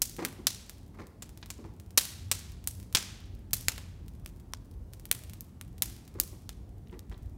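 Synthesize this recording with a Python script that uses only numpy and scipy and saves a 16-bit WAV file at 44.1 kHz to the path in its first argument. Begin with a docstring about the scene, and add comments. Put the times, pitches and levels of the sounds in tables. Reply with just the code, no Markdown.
"""Small wood fire in a yard

A small wood fire crackles in a ring of stones in a fenced yard, a few metres from the microphone.
Steam pops are short random snaps, spread by the stones, echoed by the fence and fading among the trees.
Small ticks fill the gaps, and two of the strong pops come with a low thump, as of gas.
Someone takes a few steps over grass and pebbles (shaped noise and short rings), over a low noise rumble."""
import sys
import numpy as np
from scipy import signal
from scipy.fft import rfft, irfft
from scipy.io import wavfile
from scipy.ndimage import uniform_filter1d

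SR = 44100
rng = np.random.default_rng(int(sys.argv[2]) if len(sys.argv) > 2 else 0)


def unload_wav(signal):
    """Save mono or channel-first audio to the path in sys.argv[1] as 16-bit WAV at rate SR, clipped to [-1, 1]."""
    wavfile.write(
        sys.argv[1],
        SR,
        np.round(np.clip(np.atleast_2d(signal).T, -1, 1) * 32767).astype(np.int16),
    )


N = 325017  # length of the scene in samples
HZ = np.fft.rfftfreq(2048, 1 / SR)  # frequencies at which sound colours are drawn


def amp(db):
    """Turns decibels into a gain."""
    return 10 ** (np.asarray(db) / 20)


def unit(x):
    """Scales a sound to energy 1."""
    return x / np.sqrt(np.sum(x ** 2) + 1e-20)


def read(points, hz):
    """Reads a table of (frequency, value) between its points, on a log-frequency axis."""
    f, value = np.transpose(points)
    return np.interp(np.log(hz + 1), np.log(f + 1), value)


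def add(mix, s, sound):
    """Mixes a sound in at time s, in seconds."""
    part = mix[max(round(s * SR), 0):][:len(sound)]
    part += sound[:len(part)]


def causal(db):
    """Makes the most compact pulse that starts at once and has this spectrum; its energy is 1."""
    log_gain = np.log(amp(np.maximum(db, db.max() - 80)))
    circle = np.r_[log_gain, log_gain[-2:0:-1]]
    # the Hilbert transform finds the phase that packs the energy at the start
    spectrum = np.exp(np.conj(signal.hilbert(circle)))
    return unit(np.fft.ifft(spectrum).real[:len(db)])


def hump(centre_hz, width):
    """Draws a broad resonance, 1 at its centre; the width is a share of the pitch."""
    return 1 / (1 + ((HZ / centre_hz - 1) / width) ** 2)


def wash(colour, patchy_db):
    """Makes noise of rms 1 with this colour, swelling in slow patches of time and pitch."""
    hz, t, z = signal.stft(rng.standard_normal(N), SR, nperseg=8192, noverlap=7168)
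    patches = uniform_filter1d(rng.standard_normal(z.shape), size=40, axis=0)
    patches = uniform_filter1d(patches, size=8, axis=1)
    z = z * amp(read(colour, hz)[:, None] + patchy_db * patches / patches.std())
    sound = signal.istft(z, SR, nperseg=8192, noverlap=7168)[1][:N]
    return sound / sound.std()


# slow level of the low rumble, before the rumble_db lift: (time [s], level [dB])
RUMBLE_LEVEL = [(0.0, -52.5), (2.79, -49), (2.99, -56), (3.31, -48), (4.65, -49.5), (6.08, -50.5),
                (7.3, -48)]
# colour of the rumble: (frequency [Hz], relative level per Hz [dB])
RUMBLE_SPECTRUM = [(20, -44), (31, -22), (43, -0.5), (58, 0.5), (75, -3), (90, 1.5), (130, -12), (220, -30),
                   (600, -72)]
# colour of the steady outdoor background: (frequency [Hz], relative level per Hz [dB])
AIR_SPECTRUM = [(40, -23.5), (110, -2.5), (190, 0), (350, -8.5), (500, -16.5), (900, -22), (1500, -31),
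                (3000, -38.5), (9000, -41), (15500, -43)]
AIR_DB = -54.5  # rms level of that background
# typical size of the random level flutter [dB], time between its points [s]
FLUTTER_DB, FLUTTER_S = 1.9, 0.08


def air(rumble_db=2.5):
    """Low rumble of flames and breeze: noise whose level flutters, over steady far surroundings."""
    t = np.arange(N) / SR
    flutter = np.interp(t / FLUTTER_S, np.arange(400), rng.standard_normal(400))
    level_db = np.interp(t, *np.transpose(RUMBLE_LEVEL)) + FLUTTER_DB * flutter
    rumble = amp(level_db + rumble_db) * wash(RUMBLE_SPECTRUM, patchy_db=-2.0)
    surroundings = amp(AIR_DB) * wash(AIR_SPECTRUM, patchy_db=1.5)
    return rumble + surroundings


# how fast the yard falls silent: (frequency [Hz], time to fall by 60 dB [s])
YARD_DECAY = [(400, 0.34), (1300, 0.94), (3500, 0.8), (8000, 0.56), (15000, 0.47)]
# colour of the yard: (frequency [Hz], relative level [dB])
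YARD_SPECTRUM = [(200, 7), (1200, -2), (4000, -1), (9000, -0.5), (15000, -4)]
YARD_FRAME = 256  # samples per slice


def yard(onset=0.0095, lumpy_db=1.0, grain_db=1.0):
    """Blurred return from fence and trees: uneven noise in which each pitch dies at its own speed."""
    noise, grains = rng.standard_normal((2, SR * 3 // 4))
    grains = uniform_filter1d(grains, size=60)
    grainy = noise * amp(grain_db * grains / grains.std())
    hz, t, z = signal.stft(grainy, SR, nperseg=YARD_FRAME)
    lumps = uniform_filter1d(rng.standard_normal(z.shape), size=30, axis=0, mode="wrap")
    z = z * amp(read(YARD_SPECTRUM, hz)[:, None] + lumpy_db * lumps / lumps.std())
    fading = z / 1000 ** (t / read(YARD_DECAY, hz)[:, None])
    tail = signal.istft(fading, SR, nperseg=YARD_FRAME)[1]
    build_up = 1 - np.exp(-(np.arange(len(tail)) / SR / onset) ** 2)
    return unit(tail * build_up)


# pebbles knocked together underfoot: (time [s], level [dB], middle pitch [Hz])
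PEBBLE_KNOCKS = [(.989, -43.5, 1405), (1.0, -39.5, 1160), (1.648, -45.5, 885), (6.872, -56, 3650),
                 (6.895, -57, 2968), (6.926, -55, 2594), (6.94, -51, 1707), (7.123, -47, 2090),
                 (7.142, -53, 3830)]


def pebbles(decay=0.00073, rattle=0.0035, spread=0.4, count=14):
    """Each knock is a quick rattle of stones, every one with its own short ring."""
    out = np.zeros(N)
    t = np.arange(SR // 40) / SR
    envelope = np.exp(-t / decay) * (1 - np.exp(-t / 0.0004))
    for s, db, hz in PEBBLE_KNOCKS:
        for when, pitch in zip(rng.random(count), rng.standard_normal(count)):
            # pitches scatter by "spread" octaves, moments within "rattle" seconds
            ring = np.sin(2 * np.pi * hz * 2 ** (spread * pitch) * t) * envelope
            add(out, s + rattle * when, amp(db) * np.sqrt(SR / 1000 / count) * unit(ring))
    return out


# heel and sole contacts: (time [s], length [s], thud level [dB], crunch level [dB])
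CONTACTS = [(0.182, 0.024, -36, -42), (0.217, 0.028, -38.5, -43.5), (0.38, 0.019, -44.5, -65),
            (0.939, 0.076, -59, -65), (.985, 0.048, -49, -53), (1.585, 0.022, -45.5, -66),
            (1.638, 0.045, -50.5, -60.5), (6.147, 0.0077, -40.5, -54), (6.182, 0.014, -43, -53),
            (6.325, 0.018, -51, -64), (6.918, .031, -47, -59), (7.111, 0.012, -49.5, -52)]
# colour of a foot on soil: (frequency [Hz], relative level per Hz [dB])
THUD_SPECTRUM = [(60, -21.5), (190, -3), (350, 1.5), (450, -5), (650, -18.5), (1000, -20), (3000, -52)]
# colour of a foot on pebbles: (frequency [Hz], relative level per Hz [dB])
CRUNCH_SPECTRUM = [(250, -14.5), (500, -2.5), (700, -3.5), (900, -2), (1200, -2), (1500, -11.5), (2000, -6),
                   (2900, -19), (5000, -18.5), (12000, -34)]
STEP_ATTACK_S = 0.005  # time for the weight to come on
GRINDS_PER_S = 1800  # average rate of tiny pebble contacts


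def footsteps(grain_db=0.5, release=0.025, wet_db=-11.5):
    """Each contact thuds on the soil and grinds pebbles together while the weight comes down."""
    out = pebbles()
    t = np.arange(SR // 5) / SR
    for s, length, thud_db, crunch_db in CONTACTS:
        weight = np.minimum(t / STEP_ATTACK_S, 1) * np.exp(-np.maximum(t - 0.56 * length, 0) / release)
        soil, grit = rng.standard_normal((2, len(t))) * weight
        # sparse grains of uneven strength
        grit = grit * (rng.random(len(t)) < GRINDS_PER_S / SR)
        grit = grit * amp(grain_db * np.minimum(rng.exponential(1, len(t)), 3))
        for force, spectrum, db in (soil, THUD_SPECTRUM, thud_db), (grit, CRUNCH_SPECTRUM, crunch_db):
            sound = unit(signal.fftconvolve(force, causal(read(spectrum, HZ))))
            add(out, s, amp(db) * np.sqrt(length * SR) * sound)
    return out + amp(wet_db) * signal.fftconvolve(out, yard())[:N]


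def splutter(decay, size=512):
    """Makes a short dying rush of random spikes, evened out to a broadly flat spectrum."""
    rush = rng.standard_normal(size) * np.exp(-np.arange(size) / SR / decay)
    z = rfft(rush, 4 * size)
    power = uniform_filter1d(abs(z) ** 2, size=140, mode="mirror")
    flatten = causal(-10 * np.log10(power + 1e-9))
    return unit(signal.fftconvolve(irfft(z)[:size], flatten)[:size])


def stones(reach=0.017, decay=0.0074, edge=0.0016):
    """Dense scatter from the stone ring and the pebble bed; it ends where the pebbles do."""
    t = np.arange(SR // 30) / SR
    build_up = 1 - np.exp(-(t / 0.0015) ** 2)
    shape = build_up * np.exp(-t / decay) / (1 + np.exp((t - reach) / edge))
    return unit(rng.standard_normal(len(t)) * shape)


# echoes from ground, benches and fence; the level holds for a stone scatter of -9.5 dB:
# (delay [s], level [dB], share by which it follows the stone scatter [dB per dB])
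SINGLE_ECHOES = [(.0028, -14, 0.57), (0.0106, -19, 0.058), (0.0134, -21.5, 0.083), (0.021, -26.5, 0.84),
                 (.0345, -23, .4), (.0375, -24.5, 0.51), (.077, -29.5, 0.82)]


def crack(near_colour, far_colour, stones_db, yard_db, snap=0.00038, smear=0.0015):
    """One fracture as it arrives: direct snap, stone scatter, single echoes and the yard."""
    path = np.zeros(SR // 8)
    add(path, 0, splutter(snap))
    add(path, 0, amp(stones_db) * stones())
    for delay, db, share in SINGLE_ECHOES:
        # a crack that faces away has stronger echoes, and late echoes are more smeared
        echo = splutter(snap + smear * min(delay / 0.015, 1))
        add(path, delay, amp(db + share * (stones_db + 9.5)) * echo)
    sound = amp(yard_db) * signal.fftconvolve(yard(), causal(far_colour))
    add(sound, 0, signal.fftconvolve(path, causal(near_colour)))
    return np.sqrt(SR / 1000) * sound  # energy 1 becomes that of 1 ms at rms 1


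def tick(centre_hz, skirt_db=0.5):
    """A tiny fracture: a broad hump of sound around one pitch."""
    octaves = np.log2((HZ + 50) / centre_hz)
    colour = -skirt_db * np.minimum(octaves ** 2, 3 * abs(octaves))
    return crack(colour, colour, stones_db=-6.5, yard_db=-11.5, snap=0.0001)


# clear ticks of the embers: (time [s], level [dB])
CLEAR_TICKS = [(0.166, -39.5), (0.696, -34), (1.0698, -48), (1.293, -45.5), (1.375, -44), (1.4601, -43.5),
               (1.7996, -45), (1.907, -47.5), (2.6414, -46.5), (2.8004, -45), (2.829, -47.5), (2.9271, -40),
               (3.5098, -48), (4.0823, -46), (4.2777, -49.5), (4.9354, -40.5), (4.9977, -46), (5.237, -42),
               (5.2973, -41.5), (5.3348, -39), (5.7817, -46), (6.0786, -46), (6.6929, -61), (7.0974, -53)]
TICK_HZ = 6500  # middle pitch of the clear ticks


def embers(faint_db=-61.5, spread_db=3.5, count=90):
    """Tiny fractures in the embers: the clear ticks, and many faint ones at random moments."""
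    out = np.zeros(N)
    for s, db in CLEAR_TICKS:
        add(out, s, amp(db) * tick(TICK_HZ))
    for when, size, pitch in rng.random((count, 3)):
        level_db = faint_db - spread_db * np.log(size + 0.02)  # a few are much louder than the rest
        add(out, when * N / SR, amp(level_db) * tick(5000 * 2 ** pitch))
    return out


# low thumps, as of gas, with two of the strong pops:
# (time [s], level before it dies away [dB], pitch [Hz])
GAS_THUMPS = [(2.9487, -23.5, 122.5), (3.534, -32.5, 183.5)]
THUMP_DECAY_S = 0.0045


def thumps():
    """A push as of gas: a low swing of the air that dies within about two cycles."""
    out = np.zeros(N)
    t = np.arange(SR // 10) / SR
    for s, db, hz in GAS_THUMPS:
        add(out, s, -amp(db) * np.sin(2 * np.pi * hz * t) * np.exp(-t / THUMP_DECAY_S))
    return out


# steam pops in the logs: (time [s], level [dB], woody body [dB], sizzle [dB],
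# pitch of the splinter's ring [Hz], scatter off the stones [dB])
STEAM_POPS = [(0.019, -14, -9.5, 0.5, 6200, -1), (0.25, -20, 3.5, 1, 1490, -5.5),
              (0.4696, -11.5, -8, -7, 3910, -5.5), (1.2227, -37.5, 0.5, -4.5, 7700, 4),
              (1.4279, -40.5, 5.5, -26, 3940, 3), (1.5032, -31, -1.5, -5, 7200, -.5),
              (1.9755, -12, -4.5, -1, 4070, 7), (2.315, -15.5, -3, -5.5, 8130, -1),
              (2.6742, -18, -7, 2.5, 9170, -7.5), (2.9494, -12.5, -2, -8, 3470, 1),
              (2.9705, -20.5, -4.5, -16.5, 7400, -0.5), (3.5326, -16, -7.5, -1, 13100, 0.5),
              (3.684, -12, 1.5, -3.5, 6660, -11.5), (3.78, -33.5, 4, -6, 1050, -6.5),
              (4.2611, -33.5, -0.5, -0.5, 2570, -16), (4.536, -26.5, -2, -11.5, 1035, -26.5),
              (5.0546, -36, 0.5, 1, 11900, -9.5), (5.1143, -8.5, 1.5, 3.5, 9000, -19),
              (5.408, -32, -12, 4, 13870, -12), (5.6124, -34, 6, 0.5, 9430, -13.5),
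              (5.8222, -13.5, -3, -0.5, 12100, -8), (6.2, -11, -8.5, 1.5, 14200, -14),
              (6.4924, -31.5, -1, -4.5, 3550, -10.5), (6.993, -40.5, -9, -3, 3730, -24)]
# points at which the colour of a pop is set, from deep to bright: (frequency [Hz])
POP_COLOUR_HZ = [20, 150, 500, 1000, 2400, 5700, 12500, 16000]
# the ring: level of a full pop [dB], ring height in it [dB], growth per dB of weakness, width / pitch
FULL_POP_DB, RING_DB, RING_PER_DB, RING_WIDTH = -12.5, 5, 0.15, 0.11
# the yard answers more loudly to a pop that faces away, towards the stones
YARD_DB, YARD_PER_SCATTER = -11, 0.6


def pops(knock_db=-5.0, knock_per_db=0.17, dip_db=-1.0, bass_db=-2.5, sub_db=-31.0, top_db=-3.0,
         far_ring_db=2.0):
    """Steam pockets split the wood: a snap with body and sizzle, and the brief ring of a splinter."""
    out = np.zeros(N)
    for s, db, body, sizzle, ring_hz, stones_db in STEAM_POPS:
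        weakness = FULL_POP_DB - db  # weak pops knock and ring more, strong ones are nearly all snap
        low = body + knock_db + knock_per_db * weakness
        levels = [low + sub_db, low + bass_db, low + dip_db, low, body, 0, sizzle, sizzle + top_db]
        colour = read(list(zip(POP_COLOUR_HZ, levels)), HZ)
        ring = hump(ring_hz, RING_WIDTH)
        near = colour + (RING_DB + RING_PER_DB * weakness) * ring
        far = colour + far_ring_db * ring
        yard_db = YARD_DB + YARD_PER_SCATTER * stones_db
        add(out, s, amp(db) * crack(near, far, stones_db, yard_db))
    return out


def scene():
    """Background, steps and fire at one microphone."""
    return (air() + footsteps() + embers() + thumps() + pops())[None]


EDGE_HZ = 15850  # upper limit of the sound


def record(dry):
    """Rounds off the sharpest peaks, then removes what lies above the band limit."""
    rounded = dry / (1 + (dry / 0.72) ** 6) ** (1 / 6)
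    low_pass = signal.firwin(255, EDGE_HZ, window=("kaiser", 9), fs=SR)
    return signal.oaconvolve(rounded, low_pass[None], "same")


dry = scene()
out = record(dry)
unload_wav(out)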